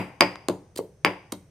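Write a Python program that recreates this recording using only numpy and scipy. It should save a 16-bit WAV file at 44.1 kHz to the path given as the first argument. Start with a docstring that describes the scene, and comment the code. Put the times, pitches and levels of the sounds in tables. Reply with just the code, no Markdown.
"""Stone pestle pounding food in a stone mortar on a low wooden table, about 3.6 strokes/s, over a quiet hush.
Opens on the tail of a stroke. Bare hits near 0.21 and 1.05 s clack, ring and thud; a light graze ticks at 0.36 s.
Cushioned strokes near 0.49, 0.76-0.79 and 1.33 s are duller; noise bursts crunch the food around the strokes.
Thud, ring: damped sines. Clack: coloured pulse plus stone modes. A tiled kitchen answers with echoes, modes and
noise tails; the hardest blows overload the close microphone."""
import sys
import numpy as np
from scipy import signal
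from scipy.fft import rfft, irfft, next_fast_len
from scipy.io import wavfile
from scipy.ndimage import uniform_filter1d

SR = 44100
rng = np.random.default_rng(int(sys.argv[2]) if len(sys.argv) > 2 else 0)


def waveform_to_disk(signal):
    """Save audio, clipped to [-1, 1], as 16-bit WAV at the path in sys.argv[1]."""
    frames = np.transpose(np.atleast_2d(signal))
    scaled = np.clip(frames, -1, 1) * 32767
    samples = np.round(scaled).astype(np.int16)
    wavfile.write(sys.argv[1], SR, samples)


N = 66150  # samples
CONTACT_LIFE_S = .75

# quiet background spectrum: freq_hz, level_db
HUSH_SPECTRUM = [(20, 0.5), (50, 0), (95, 6), (170, 2.5), (280, -14), (430, -6.5), (1000, -23), (2000, -25),
                 (4000, -34.5), (5200, -30), (6050, -22), (7100, -36.5), (9200, -28), (10500, -40.5),
                 (16000, -50)]
HUSH_RMS_DB = -56
# left-right correlation of diffuse sound: freq_hz, correlation
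STEREO_CORRELATION = [(100, .98), (330, .97), (600, .85), (1200, .55), (3000, .45), (10000, .3)]

# pestle strokes: start_s, room_db, thud_db, thud_hz, thud_rise_s, clack_db, brightness_hz, ring_db
STROKES = [(-.052, -0.5, 0.5, 259, .001, 3.5, 3060, -14), (0.2084, 2.5, -4, 335, 0.0011, 2, 3350, -6),
           (0.4864, 0.5, -8.5, 349, 0.0005, -10, 1238, -60),
           (0.7632, -8, -24, 330, .001, -35.5, 864, -41.5), (0.79, -4, -7, 429, 0.0014, -9.5, 759, -65.5),
           (1.048, 3, -6.5, 361, 0.0017, -1.5, 3560, -17.5),
           (1.326, -5.5, -15, 297, 0.00102, -21.5, 1120, -64)]
# dead clack of stone on stone: freq_hz, level_db
CLACK_SPECTRUM = [(30, -19), (100, -0.5), (300, 10.5), (600, 15.5), (900, 22), (1500, 20.5), (2300, 24),
                  (3200, 15.5), (4000, 8), (6000, 15), (16000, 3.5)]
# mortar and pestle modes, damped by hands and food: freq_hz, level_db, t60_s
STONE_MODES = [(557, -28, 0.047), (1104, -17.5, 0.018), (2200, -17, .013)]
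THUD_T60_S = 0.014
RING_HZ, RING_T60_S = 4860, .029
BOWL_SPREAD_HZ = 1382  # all-pass corner

# food being crushed: start_s, rise_s, hold_s, level_db, tilt_db_per_octave
CRUNCHES = [(-.045, 0.00046, 0.0089, -20, -3.5), (0.2066, .0003, 0.0016, -8, -4),
            (0.4844, .0005, 0.001, -19.5, -3), (0.7555, 0.0043, 0.0038, -42, -0.5),
            (0.7669, 0.002, .003, -47, -1.5), (.772, 0.0033, 0.012, -36, -1),
            (1.0496, 0.000242, 0.00013, -23.5, 1), (1.3202, 0.0025, .002, -26.5, -2.5),
            (1.3227, .001, .005, -41, -3.5)]
# crunch colour before tilt: freq_hz, level_db
CRUNCH_SPECTRUM = [(200, -5), (1200, -6), (2500, -7.5), (4200, 0.5), (6000, -3), (9000, 3.5), (10500, -4),
                   (12500, -2.5), (16000, -4)]
GRAIN_SPREAD_DB = 5

# pestle grazing the wall as it lifts: start_s, level_db
GRAZES = [(.3574, -21)]
GRAZE_HZ, GRAZE_T60_S = 1000, .0035

# echoes off nearby surfaces: delay_s, level_db
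WALLS = [(.0032, -28), (0.012, -26.5), (0.0133, -13.5), (0.019, -19.5), (.0245, -28.5), (.0272, -20)]
WALL_SPREAD_S = .0002
# kitchen standing waves: freq_hz, level_db
ROOM_MODES = [(103, -40), (185, -44.5), (284, -57), (298, -55), (364, -52.5), (432, -53), (485, -55),
              (546, -59.5), (566, -53.5), (590, -52.5), (662, -55), (880, -57), (916, -56), (986, -57)]
# standing-wave decay: freq_hz, t60_s
MODE_T60 = [(100, 0.28), (200, 0.26), (400, .22), (1000, 0.16)]
# diffuse tail decay: freq_hz, t60_s
ROOM_T60 = [(100, 0.16), (300, .2), (600, 0.15), (2000, 0.23), (5000, 0.16), (9000, 0.32), (15000, 0.17)]
# diffuse tail colour: freq_hz, level_db
ROOM_COLOUR = [(40, -1.5), (100, 11), (250, -4.5), (600, 3), (850, 2.5), (1200, -7.5), (2400, -6.5),
               (5000, -9), (9000, -14), (15000, -9.5)]
ROOM_DB, ROOM_ONSET_S = -32.5, .011
LATE_DB, LATE_T60_S = -15.5, 0.63  # slow part, relative to the main tail
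# early diffuse colour: freq_hz, level_db
EARLY_COLOUR = [(50, -11), (150, -9.5), (300, -2), (600, 6), (1200, -5.5), (2500, -7), (5000, -13.5),
                (10000, -8), (16000, -13.5)]
EARLY_DB, EARLY_T60_S, EARLY_ONSET_S = -29.5, .05, 0.0075
BASS_CUT_HZ = 141

# channel balance of the contacts: freq_hz, left_over_right_db
BALANCE = [(100, 3), (500, 0.3), (1100, 3.5), (2200, 2), (4500, 0), (8000, -3.34), (13000, -3.5)]
LEFT_LEAD_S, PORT_DB = .000018, -8.5
CLIP_TOP, LOW_CUT_HZ, TOP_HZ = 1.0, 47, 15600


def amp(db):
    """Decibels to gain."""
    return 10 ** (np.asarray(db) / 20)


def unit(x):
    """Scale to rms 1."""
    return x / np.sqrt(np.mean(x ** 2) + 1e-20)


def along(points, hz):
    """Interpolate (Hz, value) points on a log-frequency axis."""
    point_hz, value = np.transpose(points)
    return np.interp(np.log(hz + 1), np.log(point_hz + 1), value)


def clock():
    """Seconds since a contact."""
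    return np.arange(int(CONTACT_LIFE_S * SR)) / SR


def fade(t, t60_s):
    """Exponential decay: 60 dB per t60."""
    return np.exp(-np.log(1000) * t / t60_s)


def filtered(x, response):
    """Multiply the spectrum of x by a response of frequency."""
    n = x.shape[-1]
    padded = next_fast_len(n + 8192)
    hz = np.fft.rfftfreq(padded, 1 / SR)
    return irfft(rfft(x, padded) * response(hz), padded)[..., :n]


def softened(x, corner_hz, order=2):
    """Low-pass: a soft contact or surface loses the treble."""
    sos = signal.butter(order, min(corner_hz, SR / 2 - 1), fs=SR, output="sos")
    return signal.sosfilt(sos, x)


def high_passed(x, corner_hz, order):
    """Butterworth bass cut."""
    return signal.sosfilt(signal.butter(order, corner_hz, "high", fs=SR, output="sos"), x)


def add(out, start_s, sound):
    """Mix in a sound; a negative start drops its beginning."""
    i = round(start_s * SR)
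    part = sound[:, max(-i, 0):N - i]
    out[:, max(i, 0):max(i, 0) + part.shape[1]] += part


def diffuse(spectrum, size):
    """Stereo noise from all around: mid/side shares set the correlation, high in bass, low in treble."""
    def mid_side_gain(hz):
        angle = np.arccos(np.clip(along(STEREO_CORRELATION, hz), -1, 1)) / 2
        return amp(along(spectrum, hz)) * [np.cos(angle), np.sin(angle)]
    mid, side = filtered(rng.standard_normal((2, size)), mid_side_gain)
    return np.array([mid + side, mid - side])


def hush():
    """Steady coloured diffuse noise."""
    return amp(HUSH_RMS_DB) * unit(diffuse(HUSH_SPECTRUM, size=N))


def impulse(spectrum):
    """Sharp causal pulse: minimum phase by folding the cepstrum."""
    n = len(clock())
    hz = np.fft.rfftfreq(n, 1 / SR)
    cepstrum = irfft(np.log(amp(along(spectrum, hz))), n)
    cepstrum[1:n // 2] *= 2
    cepstrum[n // 2:] = 0
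    return irfft(np.exp(rfft(cepstrum)), n)


def table_thud(thud_hz, rise_s):
    """Table under the mortar: a damped sine with a soft rise."""
    t = clock()
    return np.sin(2 * np.pi * thud_hz * t) * fade(t, THUD_T60_S) * (1 - np.exp(-t / rise_s))


def stone_clack(brightness_hz):
    """Pulse plus stone modes, spread in time by the bowl (all-pass) and dulled by food (low-pass)."""
    t = clock()
    clack = impulse(CLACK_SPECTRUM)
    for hz, db, t60_s in STONE_MODES:
        clack = clack + amp(db) * np.cos(2 * np.pi * hz * t) * fade(t, t60_s)
    spread = filtered(clack, lambda hz: ((BOWL_SPREAD_HZ - 1j * hz) / (BOWL_SPREAD_HZ + 1j * hz)) ** 4)
    return softened(spread, brightness_hz, order=4)


def stone_ring():
    """Bare stone rings as one damped sine."""
    t = clock()
    return np.sin(2 * np.pi * RING_HZ * t) * fade(t, RING_T60_S)


def stroke(thud_db, thud_hz, rise_s, clack_db, brightness_hz, ring_db):
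    """One blow excites table, stone contact and stone ring together."""
    thud = amp(thud_db) * table_thud(thud_hz, rise_s)
    clack = amp(clack_db) * stone_clack(brightness_hz)
    return thud + clack + amp(ring_db) * stone_ring()


def crunch(rise_s, hold_s, level_db, tilt_db_per_octave, release_t60_s=.008):
    """Fibres burst in a quick cluster of tiny cracks: noise with an uneven level."""
    t = clock()
    noise = rng.standard_normal(len(t))
    unevenness = unit(uniform_filter1d(rng.standard_normal(len(t)), size=12))
    cracks = noise * amp(GRAIN_SPREAD_DB * unevenness)

    def colour(hz):
        return amp(along(CRUNCH_SPECTRUM, hz) + tilt_db_per_octave * np.log2(hz + 1))
    fizz = unit(filtered(cracks, colour))
    envelope = np.minimum(t / rise_s, 1) * fade(np.maximum(t - rise_s - hold_s, 0), release_t60_s)
    return amp(level_db) * fizz * envelope


def graze(level_db):
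    """Light dry tick of stone on stone: a single damped swing."""
    t = clock()
    swing = np.cos(2 * np.pi * GRAZE_HZ * t) * fade(t, GRAZE_T60_S)
    return amp(level_db) * softened(swing, corner_hz=6020)


def ports(x, scatter_t60_s=.004):
    """Direct sound reaches the left port first; its treble scatters differently at each."""
    t = clock()
    scatter = rng.standard_normal(len(t)) * fade(t, scatter_t60_s)
    scatter = amp(PORT_DB) * scatter / np.linalg.norm(scatter)
    side = signal.fftconvolve(x, scatter)[:len(t)]
    side = side - softened(side, corner_hz=1200, order=1)  # treble only
    sign = np.array([[1], [-1]])
    direct = filtered(x, lambda hz: np.exp(1j * np.pi * hz * LEFT_LEAD_S * sign))
    return direct + sign * side


def diffuse_tail():
    """Noise decaying at two rates, the faster one set per frequency."""
    size = len(clock())
    hz, age_s, bins = signal.stft(diffuse(ROOM_COLOUR, size=size), SR, nperseg=256)
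    decay = fade(age_s, along(ROOM_T60, hz)[:, None]) + amp(LATE_DB) * fade(age_s, LATE_T60_S)
    return signal.istft(bins * decay, SR, nperseg=256)[1][:, :size]


def wall_echoes():
    """Nearby surfaces return softened copies, slightly apart in time left and right."""
    echoes = np.zeros((2, len(clock())))
    for delay_s, db in WALLS:
        arrival_s = delay_s + WALL_SPREAD_S * rng.uniform(-.5, .5, 2)
        echoes[[0, 1], np.round(arrival_s * SR).astype(int)] += amp(db)
    return softened(echoes, corner_hz=5000)


def room_answer():
    """Kitchen impulse response: diffuse tail, early diffuse sound, standing waves, echoes."""
    t = clock()
    since_s = np.maximum(t - ROOM_ONSET_S, 0)
    answer = amp(ROOM_DB) * diffuse_tail() * (since_s > 0)
    early_envelope = fade(since_s, EARLY_T60_S) * np.minimum(t / EARLY_ONSET_S, 1) ** 2
    answer += amp(EARLY_DB) * diffuse(EARLY_COLOUR, size=len(t)) * early_envelope
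    for k, (hz, db) in enumerate(ROOM_MODES):
        mode = np.sin(2 * np.pi * hz * since_s) * fade(since_s, along(MODE_T60, hz))
        answer += (-1) ** k * amp(db) * mode  # alternating polarity
    return answer + wall_echoes()


def kitchen(contact, room_db):
    """A small object radiates little bass; heard direct plus the room's answer."""
    x = high_passed(contact, BASS_CUT_HZ, order=3)
    room = signal.fftconvolve(x[None], room_answer(), axes=1)[:, :len(x)]
    return ports(x) + amp(room_db) * room


def scene():
    """All contacts in the kitchen, balanced left to right, over the hush."""
    out = np.zeros((2, N))
    for start_s, room_db, *blow in STROKES:
        add(out, start_s, kitchen(stroke(*blow), room_db))
    for start_s, *burst in CRUNCHES:
        add(out, start_s, kitchen(crunch(*burst), room_db=0.0))
    for start_s, level_db in GRAZES:
        add(out, start_s, kitchen(graze(level_db), room_db=-17))
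    half = np.array([[.5], [-.5]])
    return filtered(out, lambda hz: amp(along(BALANCE, hz) * half)) + hush()


def record(dry):
    """Microphone: flattens the highest peaks, cuts deep bass, drops everything above its band limit."""
    clipped = dry / (1 + np.abs(dry / CLIP_TOP) ** 6) ** (1 / 6)
    lean = high_passed(clipped, LOW_CUT_HZ, order=2)
    return filtered(lean, lambda hz: 1 / np.sqrt(1 + (hz / TOP_HZ) ** 120))


dry = scene()
out = record(dry)
waveform_to_disk(out)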